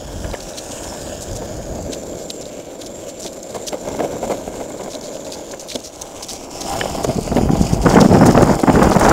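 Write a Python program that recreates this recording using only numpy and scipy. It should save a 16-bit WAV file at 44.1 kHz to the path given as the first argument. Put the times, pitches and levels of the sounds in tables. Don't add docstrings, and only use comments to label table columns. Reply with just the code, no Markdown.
import sys
import numpy as np
from scipy import signal
from scipy.fft import rfft, irfft, next_fast_len
from scipy.io import wavfile
from scipy.ndimage import uniform_filter1d, map_coordinates

SR = 44100
rng = np.random.default_rng(int(sys.argv[2]) if len(sys.argv) > 2 else 0)


def digitize_waveform(pressure):
    field = np.atleast_2d(pressure).T
    bounded = np.clip(field, -1, 1)
    quanta = np.round(bounded * 32767).astype(np.int16)
    wavfile.write(sys.argv[1], SR, quanta)


N = 402191
TIME_S = np.arange(N) / SR

# time_s, rumble_db, hiss_db
ROLL_LEVELS = [(0, -34, -41), (.76, -29.5, -35.5), (1.6, -31, -42.5), (2.25, -31, -42), (2.9, -32.5, -44),
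               (3.65, -32.5, -41), (4.05, -26, -40), (4.6, -29.5, -41), (4.95, -30, -43),
               (5.45, -34.5, -44), (5.9, -38.5, -43.5), (6.5, -33.5, -38.5), (6.7, -25.5, -30.5),
               (7.05, -30.5, -35.5), (7.5, -29.5, -36), (7.82, -32, -32), (7.93, -20, -29),
               (8.65, -25.5, -35.5), (9.12, -18.5, -31.5)]
# time_s, aside_share, down_share
MIC_AIM = [(0, 1, 0.072), (1.2, 0.95, 0.0036), (2.1, 0.03, 0.023), (5.4, 0.12, 0.09), (6.0, 0.24, 0.91),
           (6.55, 0.027, 0.98), (9.12, 0.0093, 0.97)]
# time_s, half_length_s, depth_db
HISS_DIPS = [(6.48, 0.023, 7), (7.485, 0.02, 9), (7.795, 0.047, 6.5)]
# start_s, level_db, pitch_hz, length_s
LEAF_CRUNCHES = [(0.575, -15.5, 3570, 0.015), (0.712, -19.5, 6400, 0.012), (1.209, -19, 7340, 0.025),
                 (1.355, -19, 6840, 0.017), (1.921, -19, 3260, 0.023), (2.299, -17, 4200, 0.0086),
                 (2.194, -30, 5000, 0.043), (2.412, -22, 5560, 0.013), (2.592, -37, 5600, 0.017),
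                 (2.81, -21.5, 3650, 0.011), (2.8619, -21, 5600, 0.01), (3.083, -22, 6130, 0.019),
                 (3.22, -19.5, 5600, 0.031), (3.26, -21, 3900, 0.021), (3.545, -21.5, 6700, 0.015),
                 (3.669, -11.5, 5300, 0.019), (3.198, -20.5, 7000, 0.01), (3.769, -36, 7000, 0.0084),
                 (3.924, -34, 6500, 0.0094), (4.312, -22, 7000, 0.0098), (4.832, -24, 7200, .012),
                 (4.903, -22.5, 5570, 0.024), (4.931, -23, 4030, 0.018), (5.029, -24.5, 4800, .04),
                 (5.122, -27, 4600, 0.043), (5.248, -24.5, 4600, .018), (5.366, -29, 5500, .02),
                 (5.32, -19.5, 4440, 0.024), (5.511, -19.5, 6140, 0.011), (5.6, -21, 6500, 0.016),
                 (5.686, -18.5, 3700, 0.039), (5.743, -18, 3760, 0.0097), (5.838, -20.5, 5600, 0.033),
                 (6.013, -16.5, 6500, 0.012), (6.225, -17.5, 5400, 0.018), (6.286, -15.5, 5600, 0.032),
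                 (6.332, -22, 6900, 0.029), (6.608, -13.5, 5400, 0.013), (7.035, -13, 6760, 0.012),
                 (7.616, -15, 6200, 0.01), (7.729, -17, 5600, 0.016), (7.898, -18, 4400, 0.021),
                 (8.005, -7.5, 5300, 0.0098), (8.256, -11, 6660, 0.019), (8.424, -13, 6950, 0.0082),
                 (8.743, -23, 6500, 0.012), (8.826, -15, 5035, 0.019), (8.911, -15, 4810, 0.021),
                 (8.993, -16, 6430, 0.018), (9.035, -14, 5800, 0.026), (9.088, -7.5, 6160, 0.0093)]
# freq_hz, gain_db
LEAF_SPECTRUM = [(900, -32), (2100, -12.5), (3000, -7), (3900, 1), (5000, 0.5), (6500, 4.5), (8200, -1.5),
                 (11000, -8.5), (15500, -15)]
# freq_hz, gain_db
PORT_SPECTRUM = [(150, -10), (400, 1.5), (750, 0), (1100, -3.5), (1500, -7.5), (2100, -16), (3200, -38),
                 (6000, -48)]


def wheels():
    surface = wobble(22)
    return wheel_rumble(surface) + grit_hiss(surface) + truck_chatter(surface)


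def wheel_rumble(surface):
    # freq_hz, gain_db
    aside = [(40, -31), (150, -10.5), (320, -0.5), (430, -4.5), (590, 4), (800, -8.5), (1000, -14.5),
             (1280, -18.5), (1470, -13.5), (1750, -12.5), (2100, -31), (3500, -33)]
    ahead = [(40, -29), (130, -7.5), (230, 0), (340, -0.5), (430, 0), (520, 4.5), (640, 2), (780, -18),
             (1000, -17), (1300, -31), (1560, -21.5), (1900, -58), (2150, -19), (3500, -52)]
    down = [(40, 1.5), (170, -5.5), (300, 6), (420, 1.5), (560, 3), (680, 1), (800, -5.5), (900, -14.5),
            (1250, -10), (1700, -33), (2200, -60), (3500, -35)]
    rumble_db, _ = curves(ROLL_LEVELS)
    stones = grains(per_s=3000, spread_db=3.5) * amp(1.3 * surface)
    return amp(rumble_db - 2.5) * aimed(stones, aside, ahead, down)


def grit_hiss(surface):
    # freq_hz, gain_db
    aside = [(1500, -37), (2300, -3), (3200, -1.5), (4200, -6.5), (5100, -11), (6100, 4), (6900, 6),
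             (8000, -7.5), (9500, -11), (12500, -17), (15500, -40)]
    ahead = [(1500, -10.5), (2400, -12), (3300, -8.5), (4000, -7), (4900, -13), (6300, -7), (7300, 5),
             (8100, -12), (10000, -21.5), (12500, -13.5), (15500, -31)]
    down = [(1500, -28), (2200, 2.5), (3050, 0.5), (3900, -7.5), (4700, 1.5), (5400, 2.5), (6200, -1),
            (7200, 3), (8200, -3), (10500, -12.5), (13500, -16), (15500, -35)]
    _, hiss_db = curves(ROLL_LEVELS)
    patches = amp(1.1 * surface + 1.4 * wobble(90))
    grit = unit(grains(per_s=2500, spread_db=7) + 0.7 * rng.standard_normal(N)) * patches
    hiss = patchy(aimed(grit, aside, ahead, down))
    return amp(hiss_db + 0.14 - dips(HISS_DIPS)) * ground_comb(hiss)


def truck_chatter(surface, smooth_from_s=1.045, smooth_to_s=3.66, edge_s=0.16):
    # freq_hz, gain_db
    spectrum = [(500, -21), (800, 11.5), (980, 11.5), (1300, -10), (1600, 1), (1850, -21), (2150, -0.5),
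                (3200, -40), (6000, -39)]
    rumble_db, _ = curves(ROLL_LEVELS)
    smooth = np.clip(np.minimum(TIME_S - smooth_from_s, smooth_to_s - TIME_S) / edge_s, 0, 1)
    impacts = grains(per_s=460, spread_db=11) * amp(4.1 * surface)
    return amp(rumble_db - 12 - 37 * smooth) * shaped(impacts, spectrum)


def wheel_ring(fade_from_s=3.8, fade_db_per_s=11, wander=0.012):
    # freq_hz, gain_db
    spectrum = [(5500, -36), (6700, -29), (7300, 30), (7650, 0), (8200, -26), (9000, -50)]
    _, hiss_db = curves(ROLL_LEVELS)
    ahead = np.clip(1 - sum(curves(MIC_AIM)), 0, 1)
    flicker = amp(3 * wobble(45) + 2 * wobble(8))
    fade_db = fade_db_per_s * np.maximum(TIME_S - fade_from_s, 0)
    ring = unit(filtered(rng.standard_normal(N), colour(spectrum)) * flicker)
    ring = map_coordinates(ring, [np.cumsum(1 + wander * wobble(22))], order=3, mode="mirror")
    return ahead ** 2 * amp(hiss_db - 1 - fade_db) * ring


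def wheel_whirr(width_hz=640, wander=0.025):
    # time_s, centre_hz, level_db
    low_band = [(0, 5250, -48.5), (.65, 5193, -49), (.85, 5070, -45), (1.3, 5110, -46.5), (1.6, 4930, -51),
                (1.85, 4630, -54), (2.15, 4320, -66), (5.6, 6570, -55), (6.0, 6020, -56), (6.45, 5520, -47),
                (6.7, 5350, -41), (7.1, 5140, -44), (7.6, 4950, -51), (8.0, 5220, -47), (8.5, 5100, -44),
                (9.12, 4980, -48)]
    high_band = [(.4, 9100, -66), (.62, 8400, -50), (.78, 7800, -42), (.98, 7450, -46), (1.3, 7400, -44),
                 (1.45, 6550, -58), (1.8, 6600, -61), (2.2, 6300, -68)]
    lowpass = lambda hz: 1 / (1 + (2 * hz / width_hz) ** 2)
    out = np.zeros(N)
    for band in (low_band, high_band):
        centre_hz, level_db = curves(band)
        phase = 2 * np.pi * np.cumsum(centre_hz * (1 + wander * wobble(9))) / SR
        flicker_db = 1.8 * wobble(20)
        in_phase, quadrature = (filtered(rng.standard_normal(N), lowpass) for _ in range(2))
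        whirr = unit(in_phase * np.cos(phase) + quadrature * np.sin(phase))
        out += amp(level_db - 0.5 + flicker_db - dips(HISS_DIPS)) * whirr
    return out


def wheel_roar():
    # freq_hz, gain_db
    spectrum = [(580, -36), (635, -7), (677, 1.5), (735, -10), (765, -2), (797, 2.5), (835, -5.5),
                (890, -14), (970, -7), (1080, -15.5), (1290, -21), (1400, -15.5), (1520, -24), (1690, -22),
                (1780, -30), (1900, -22), (2060, -21.5), (2400, -37)]
    # time_s, level_db
    levels = [(5.8, -50), (6.0, -43), (6.25, -44), (6.5, -46), (6.62, -36), (6.76, -26), (6.95, -31.5),
              (7.2, -36.5), (7.4, -31), (7.75, -31), (8.2, -33), (9.12, -28.5)]
    level_db, = curves(levels)
    restless = amp(2.5 * wobble(20))
    return amp(level_db) * shaped(grains(per_s=1400, spread_db=6) * restless, spectrum)


def carve_swish(centre_s=0.82, width_s=0.21, level_db=-41):
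    # freq_hz, gain_db
    spectrum = [(6000, -35), (6900, 8), (7700, -1), (8700, 1), (10500, -28)]
    swell = np.exp(-0.5 * ((TIME_S - centre_s) / width_s) ** 2)
    return amp(level_db) * swell * shaped(rng.standard_normal(N), spectrum)


def bumps():
    # start_s, level_db, pitch_hz, length_s
    knocks = [(0.243, -19, 573, 0.013), (0.335, -9.5, 900, 0.0057), (1.412, -16, 288, 0.016),
              (1.781, -15.5, 340, 0.0077), (3.247, -18, 507, 0.012), (3.543, -14.5, 615, 0.021),
              (3.722, -12, 580, 0.021), (3.874, -12, 600, 0.014), (3.99, -7, 496, 0.017),
              (4.021, -12.5, 447, 0.014), (4.045, -8.5, 528, 0.011), (4.229, -9.5, 590, 0.017),
              (4.297, -8.5, 630, 0.027), (4.475, -10, 650, 0.0026), (4.599, -15, 546, 0.015),
              (4.795, -17, 541, 0.016), (4.874, -16, 506, 0.0082), (5.529, -19, 685, 0.017),
              (5.749, -12, 490, 0.01), (6.81, -14, 900, 0.0096), (6.835, -10, 604, 0.0034),
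              (6.856, -8.5, 630, 0.0058), (6.947, -10.5, 760, 0.0072), (7.042, -4.5, 700, 0.0083),
              (7.084, -10, 626, 0.023), (7.27, -13, 820, 0.009), (7.366, -6, 745, 0.017),
              (7.549, -12, 720, 0.0062), (8.59, -10, 797, 0.0099)]
    # mode_hz, width_hz, gain_db
    modes = [(225, 210, -8), (497, 167, 2), (719, 145, 0), (933, 230, -8.5), (1740, 70, -28.5),
             (2054, 180, -23)]

    def deck(hz):
        return sum((-1) ** k * amp(db) * 1j * hz * width_hz / (mode_hz**2 - hz**2 + 1j * hz * width_hz)
                   for k, (mode_hz, width_hz, db) in enumerate(modes))

    rows = [(start_s, length_s, db - 8, hz) for start_s, db, hz, length_s in knocks]
    return bursts(rows, deck, centre_hz=533, lean=0.9, per_s=490,
                  tail=0.4, ring_db=-8, rise_s=0.00093, bed=0.088)


def deck_thud(start_s=5.751, level_db=-17, pitch_hz=245, t60_s=0.093):
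    t = np.maximum(TIME_S - start_s, 0)
    attack = 1 - np.exp(-t / 0.00084)
    return amp(level_db - 60 * t / t60_s) * attack * np.sin(2 * np.pi * pitch_hz * t)


def pebble_clicks(pitch_hz=1686, t60_s=0.022):
    # start_s, level_db
    hits = [(0.245, -22.5), (0.3484, -23), (3.549, -28), (4.0026, -22), (4.305, -32), (5.537, -29),
            (6.8122, -10.5), (7.046, -30), (7.368, -17), (7.488, -35), (7.949, -15)]
    # freq_hz, gain_db
    spectrum = [(600, -20), (1300, 7), (2100, 10), (3400, -9), (6000, -41)]
    out, t = np.zeros(N + SR), np.arange(SR // 20) / SR
    attack = 1 - np.exp(-t / 0.00022)
    for start_s, db in hits:
        phase = 2 * np.pi * pitch_hz * np.exp(0.013 * rng.standard_normal()) * t
        ring = np.sin(phase) + amp(0.5 * (db + 9)) * np.sin(1.776 * phase)
        crack = np.exp(-t / 0.0026) * shaped(rng.standard_normal(len(t)), spectrum)
        out[round(start_s * SR):][:len(t)] += amp(db - 60 * t / t60_s) * attack * (ring + 1.05 * crack)
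    return out[:N]


def leaf_scraps():
    hiss_db = curves(ROLL_LEVELS)[1] - dips(HISS_DIPS)
    clumps = amp(6 * np.clip(wobble(70), -3, 2))
    scraps = shaped(clumps * grains(per_s=350, spread_db=1.5), LEAF_SPECTRUM)
    specks = ticks(per_s=45, centre_hz=6500, scatter=0.7, decay_cycles=4)
    return amp(hiss_db - 8.5) * scraps + amp(hiss_db - 16) * specks


def leaves(snap_s=0.002):
    # start_s, level_db, pitch_hz
    breaks = [(0.313, -19, 4460), (0.404, -16.5, 4230), (0.583, -15, 5540), (1.33, -18, 6500),
              (1.825, -22, 6500), (1.93, -12.5, 3570), (1.934, -15, 5550), (2.302, -9, 4050),
              (2.309, -19, 10000), (2.455, -20, 3900), (2.818, -16, 3920), (2.861, -19, 5530),
              (3.234, -20, 5460), (3.263, -13, 3800), (3.43, -15, 6550), (3.682, -11, 4450),
              (3.886, -17, 6060), (4.951, -13.5, 4100), (5.012, -18, 5300), (5.083, -24, 3100),
              (5.3, -27, 4200), (5.322, -13, 4450), (5.595, -16, 6360), (5.701, -12, 3800),
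              (5.719, -16, 4200), (5.752, -17, 3860), (5.7566, -6, 3820), (5.959, -25, 5500),
              (6.018, -12, 6500), (6.229, -11.5, 5460), (6.332, -13, 7500), (7.038, -22, 9530),
              (7.899, -8.5, 4610), (8.012, -6, 5600), (8.263, -10, 9500), (8.421, -13, 8500),
              (8.427, -16, 8000), (8.553, -15, 9020), (8.597, -14.5, 8520), (8.618, -17, 9570),
              (8.83, -13, 8600), (8.996, -10, 9100), (9.094, -9, 8500)]
    hiss_db = curves(ROLL_LEVELS)[1] - dips(HISS_DIPS)
    aside, down = curves(MIC_AIM)
    litter_db = hiss_db - 4 * aside + 2 * down + 4.5
    whole = [(start_s, length_s, db - 13, hz) for start_s, db, hz, length_s in LEAF_CRUNCHES]
    stiff = [(start_s, snap_s, db - 10.5, hz) for start_s, db, hz in breaks]
    small = strewn(per_s=24, level_db=litter_db, spread_db=9, length_s=0.0028, pitch_hz=7200)
    crunches = bursts(whole, colour(LEAF_SPECTRUM), centre_hz=5300, lean=0.57, per_s=1500,
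                      tail=0.36, ring_db=2, rise_s=0.0016, bed=0.1)
    snaps = bursts([*stiff, *small], colour(LEAF_SPECTRUM), centre_hz=5300, lean=2.1, per_s=4000,
                   tail=0.7, ring_db=7, rise_s=0.0001)
    return crunches + snaps


def leaf_splinters(per_s=280, scatter=0.56):
    out, t = np.zeros(N + SR), np.arange(SR // 12) / SR
    for start_s, db, pitch_hz, length_s in LEAF_CRUNCHES:
        early, late, size, pitch = rng.random((int(per_s * length_s) + 3, 4)).T[:, :, None]
        age_s = np.maximum(t - 0.75 * length_s * (early + late), 0)
        cycles = age_s * pitch_hz * np.exp(scatter * (2 * pitch - 1))
        snaps = amp(-6 * np.log(size + 0.1)) * np.sin(2 * np.pi * cycles) * np.exp(-cycles / 2.8)
        out[round(start_s * SR):][:len(t)] += levelled(snaps.sum(axis=0), db - 19, length_s)
    return out[:N]


def wind(soft_db=-20, hard_db=-11, shelter=0.91):
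    # time_s, level_db
    levels = [(0, -31), (.25, -30), (.6, -42.5), (.92, -35), (1.35, -32.5), (1.8, -29.5), (2.25, -44.5),
              (3.1, -47), (4.3, -38), (5.6, -52), (6.55, -44.5), (6.72, -32), (7.1, -26), (7.28, -28),
              (7.42, -22.5), (7.53, -17.5), (7.8, -20.5), (7.99, -11), (8.25, -10.5), (8.56, -15),
              (8.8, -11.5), (9.12, -19)]
    # time_s, half_length_s, depth_db
    lulls = [(7.135, .018, 5), (7.24, 0.024, -2), (7.47, .014, 2), (7.59, .014, -2), (7.697, 0.021, 5),
             (8.075, 0.022, 15), (8.195, 0.016, 1.5), (8.47, 0.016, 5.5), (8.632, 0.049, 23),
             (8.73, 0.015, 6), (8.895, 0.025, 4.5), (8.938, 0.011, 5), (8.994, 0.013, 4)]
    # start_s, length_s, level_db, pitch_hz
    gusts = [(7.078, 0.025, -15.5, 150), (7.158, 0.0097, -14, 220), (7.183, 0.012, -13.5, 260),
             (7.314, 0.017, -13, 320), (7.362, 0.03, -10, 256), (7.492, 0.017, -17, 170),
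             (7.552, 0.0058, -16, 320), (7.852, 0.024, -5.5, 320), (7.958, 0.015, -4.5, 330),
             (8.013, 0.011, -6, 252), (8.044, 0.014, -5, 220), (8.112, 0.017, -8, 242),
             (8.138, .02, -8.5, 249), (8.21, .028, -8.5, 290), (8.302, .0125, -10, 240),
             (8.37, 0.02, -7, 359), (8.42, .015, -4, 260), (8.487, 0.026, -12.5, 340),
             (8.674, 0.025, -7, 300), (8.962, 0.0076, -6.5, 340)]
    # freq_hz, gain_db
    breeze_spectrum = [(12, -21), (28, 1), (50, 5), (80, 2.5), (140, -0.5), (230, -7), (400, -21),
                       (900, -58), (2000, -65)]
    blast_spectrum = [(15, -55), (45, -22), (100, -4), (150, -1), (195, 3), (250, -1.5), (350, -5.5),
                      (550, -10), (850, -13), (1300, -41), (2200, -67), (4000, -68)]
    gust_spectrum = [(20, -51), (90, -9), (200, 1), (350, -4), (700, -8.5), (1300, -29.5), (2200, -82),
                     (4500, -77)]
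    steady_db, = curves(levels)
    wind_db = steady_db - dips(lulls)
    aside, _ = curves(MIC_AIM)
    hardness = np.interp(steady_db, [soft_db, hard_db], [0.35, 1]) * (1 - shelter * aside)
    puffs = amp(3.5 * np.clip(wobble(18), -2, 1.2))
    breeze = shaped(rng.standard_normal(N) * puffs, breeze_spectrum)
    blast = shaped(rng.standard_normal(N) * amp(2.46 * wobble(70)), blast_spectrum)
    weak_gusts = strewn(per_s=12, level_db=wind_db + 3.5, spread_db=1.5, length_s=0.004, pitch_hz=250)
    eddies = bursts([*gusts, *weak_gusts], colour(gust_spectrum), centre_hz=305, lean=1.6, per_s=900,
                    tail=0.18, ring_db=-16, rise_s=0.00032)
    flow = np.sqrt(1 - hardness) * breeze + np.sqrt(hardness) * blast
    pressure = amp(wind_db + 0.5) * flow + amp(-1.5) * eddies
    return pressure + port_flutter(pressure)


def port_flutter(pressure, crack_share=0.3):
    # time_s, relative_db
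    levels = [(7.72, -35), (7.9, -9.5), (8.08, -15.5), (8.4, -13), (8.92, -9.5), (9.06, -0.5)]
    flutter_db, = curves(levels)
    envelope = np.abs(pressure) * amp(3 * np.clip(wobble(140), -2, 1.8))
    crests = signal.find_peaks(pressure, distance=SR // 400)[0]
    sizes = pressure[crests] * rng.choice([-1, 1], len(crests)) * amp(rng.uniform(-4, 4, len(crests)))
    cracks = unit(np.bincount(crests, sizes, N))
    rush = unit(rng.standard_normal(N) * envelope)
    air = np.sqrt(crack_share) * cracks + np.sqrt(1 - crack_share) * rush
    return amp(flutter_db + 4.5) * np.std(pressure) * shaped(air, PORT_SPECTRUM)


def eddy_thumps(decay_cycles=0.35):
    # centre_s, level_db, pitch_hz
    eddies = [(1.9, -16.5, 250), (7.079, -11, 250), (7.413, -3.5, 277), (7.436, -3, 195), (7.459, -13, 330),
              (7.506, -1.5, 191), (7.535, -1, 159), (7.613, 2, 160), (7.735, -0.5, 149), (7.978, 6, 190),
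              (7.991, -6, 171), (8.049, -2, 170), (8.062, 3, 220), (8.09, -4, 228), (8.149, 5, 190),
              (8.221, 1.5, 239), (8.266, 1, 170), (8.303, -3.5, 209), (8.435, 2.5, 240), (8.638, 2.5, 249),
              (8.697, 2, 179), (8.769, -3, 200), (8.796, -1, 281.2), (8.857, -10, 230), (8.872, -1, 260),
              (8.968, 1.5, 147)]
    out, t = np.zeros(N + SR), np.arange(-SR // 40, SR // 40) / SR
    for centre_s, db, pitch_hz in eddies:
        cycles = t * pitch_hz
        steepened = cycles + 0.057 * np.tanh(cycles / 0.058)
        push = np.sin(2 * np.pi * steepened) * np.exp(-np.abs(cycles) / decay_cycles)
        out[round((centre_s + t[0]) * SR):][:len(t)] += rng.choice([-1, 1]) * amp(db + 1.5) * push
    return out[:N]


def port_slaps(length_s=0.0072, pitch_hz=850):
    # start_s, level_db
    slaps = [(7.316, -15), (7.488, -11.5), (7.528, -27), (7.863, 2), (7.966, 3.5), (7.985, 1), (7.908, -4),
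             (8.147, -4), (8.212, 0), (8.232, -3), (8.258, -5), (8.347, -2), (8.375, 2), (8.408, -3),
             (8.429, 0), (8.471, -6), (8.493, -3), (8.529, -8), (8.543, -17), (8.634, -3), (8.674, -3),
             (8.694, -2), (8.756, -3), (8.792, -3), (8.823, -1), (8.841, -2), (8.869, -7), (8.918, -1),
             (8.952, -3.5), (8.965, -9), (9.011, 0.5), (9.028, -4), (9.047, -1), (9.082, 2.5), (9.113, 6)]
    rows = [(start_s, length_s, db - 9.5, pitch_hz) for start_s, db in slaps]
    return bursts(rows, colour(PORT_SPECTRUM), centre_hz=830, lean=1, per_s=1100,
                  tail=0.25, ring_db=-8, rise_s=0.0003, bed=0.08)


def ground_comb(x):
    # time_s, delay_ms
    delays = [(0, .465), (.55, .44), (.8, .485), (1.35, .49), (1.85, .545), (5.3, .36), (6.65, .478),
              (7.7, .503), (9.12, .485)]
    delay_ms, = curves(delays)
    aside, down = curves(MIC_AIM)
    strength = 0.39 * np.sqrt(aside) + 0.3 * down
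    dulled = filtered(x, colour([(7000, -2.5), (11000, -8)]))
    late = map_coordinates(dulled, [np.arange(N) - delay_ms * SR / 1000], order=3)
    return (x - strength * late) / np.sqrt(1 + strength ** 2)


def aimed(x, *spectra):
    aside, down = curves(MIC_AIM)
    shares = aside, np.clip(1 - aside - down, 0, 1), down
    return sum(np.sqrt(share) * shaped(x, spectrum) for share, spectrum in zip(shares, spectra))


def patchy(x, depth_db=1.9, width_hz=500, life_s=0.18):
    frames = signal.stft(x, nperseg=512)[2]
    field = rng.standard_normal(frames.shape)
    size = round(width_hz * 512 / SR), round(life_s * SR / 256)
    for axis in (0, 1, 0, 1):
        field = uniform_filter1d(field, size[axis], axis)
    return unit(signal.istft(frames * amp(depth_db * unit(field)), nperseg=512)[1][:N])


def bursts(rows, body, centre_hz, lean, per_s, tail, ring_db, rise_s, bed=0.16):
    out, lead = np.zeros(N + SR), SR // 50
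    t = (np.arange(SR // 6) - lead) / SR
    for start_s, length_s, db, pitch_hz in rows:
        force = np.exp(np.minimum(t, 0) / rise_s - np.maximum(t - 1.04 * length_s, 0) / (tail * length_s))
        volley = force * rng.standard_normal(len(t)) * (bed + (rng.random(len(t)) < per_s / SR))
        slope = lean * np.log(pitch_hz / centre_hz)
        ring_hz = pitch_hz * np.exp(0.082 * rng.standard_normal())
        ring = lambda hz: 1 + amp(ring_db) / (1 + 14j * (hz / ring_hz - 1))
        sound = filtered(volley, lambda hz: body(hz) * ring(hz) * np.clip(hz / centre_hz, .25, 4) ** slope)
        out[max(round(start_s * SR) - lead, 0):][:len(t)] += levelled(sound, db, length_s)
    return out[:N]


def strewn(per_s, level_db, spread_db, length_s, pitch_hz):
    when, size, span, pitch = rng.random((int(per_s * N / SR), 4)).T
    db = level_db[(when * N).astype(int)] - spread_db * size
    return np.transpose([when * N / SR, length_s * (0.5 + span), db, pitch_hz * 2 ** (pitch / 2 - 0.25)])


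def ticks(per_s, centre_hz, scatter, decay_cycles):
    when, pitch, size = rng.random((int(per_s * N / SR), 3)).T[:, :, None]
    k = np.arange(SR // 50)
    cycles = centre_hz * np.exp(scatter * (2 * pitch - 1)) * k / SR
    snaps = amp(-6 * np.log(size + 0.11)) * np.sin(2 * np.pi * cycles) * np.exp(-cycles / decay_cycles)
    positions = (when * N).astype(int) + k
    return unit(np.bincount(positions.ravel(), snaps.ravel(), N + SR)[:N])


def grains(per_s, spread_db):
    hits = (rng.random(N) < per_s / SR) * np.sign(rng.standard_normal(N))
    return unit(hits * amp(spread_db * np.clip(rng.standard_normal(N), -2, 2)))


def wobble(knots_per_s):
    knots = rng.standard_normal(int(N * knots_per_s / SR) + 4)
    return map_coordinates(knots, [TIME_S * knots_per_s])


def dips(rows):
    return sum(db * np.exp(-((TIME_S - time_s) / half_s) ** 2) for time_s, half_s, db in rows)


def curves(rows):
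    time_s, *columns = np.transpose(rows)
    return [np.interp(TIME_S, time_s, column) for column in columns]


def colour(spectrum):
    freq_hz, gain_db = np.transpose(spectrum)
    return lambda hz: amp(np.interp(np.log(hz + 1), np.log(freq_hz), gain_db))


def filtered(x, response):
    size = next_fast_len(len(x) + 4096)
    return irfft(rfft(x, size) * response(np.fft.rfftfreq(size, 1 / SR)), size)[:len(x)]


def shaped(x, spectrum):
    return unit(filtered(x, colour(spectrum)))


def levelled(x, rms_db, length_s):
    return x * amp(rms_db) * np.sqrt(length_s * SR / np.sum(x ** 2))


def unit(x):
    return x / np.sqrt(np.mean(x ** 2) + 1e-20)


def amp(db):
    return 10 ** (np.asarray(db) / 20)


def scene():
    rolling = wheels() + wheel_ring() + wheel_whirr() + wheel_roar() + carve_swish()
    knocks = bumps() + deck_thud() + pebble_clicks()
    litter = leaf_scraps() + leaves() + leaf_splinters()
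    air = wind() + eddy_thumps() + port_slaps()
    return (rolling + knocks + litter + air)[None]


def record(dry):
    top_hz = 15750
    saturated = dry[0] / (1 + np.abs(dry[0]) ** 6) ** (1 / 6)
    return filtered(saturated, lambda hz: hz < top_hz)[None]


dry = scene()
out = record(dry)
digitize_waveform(out)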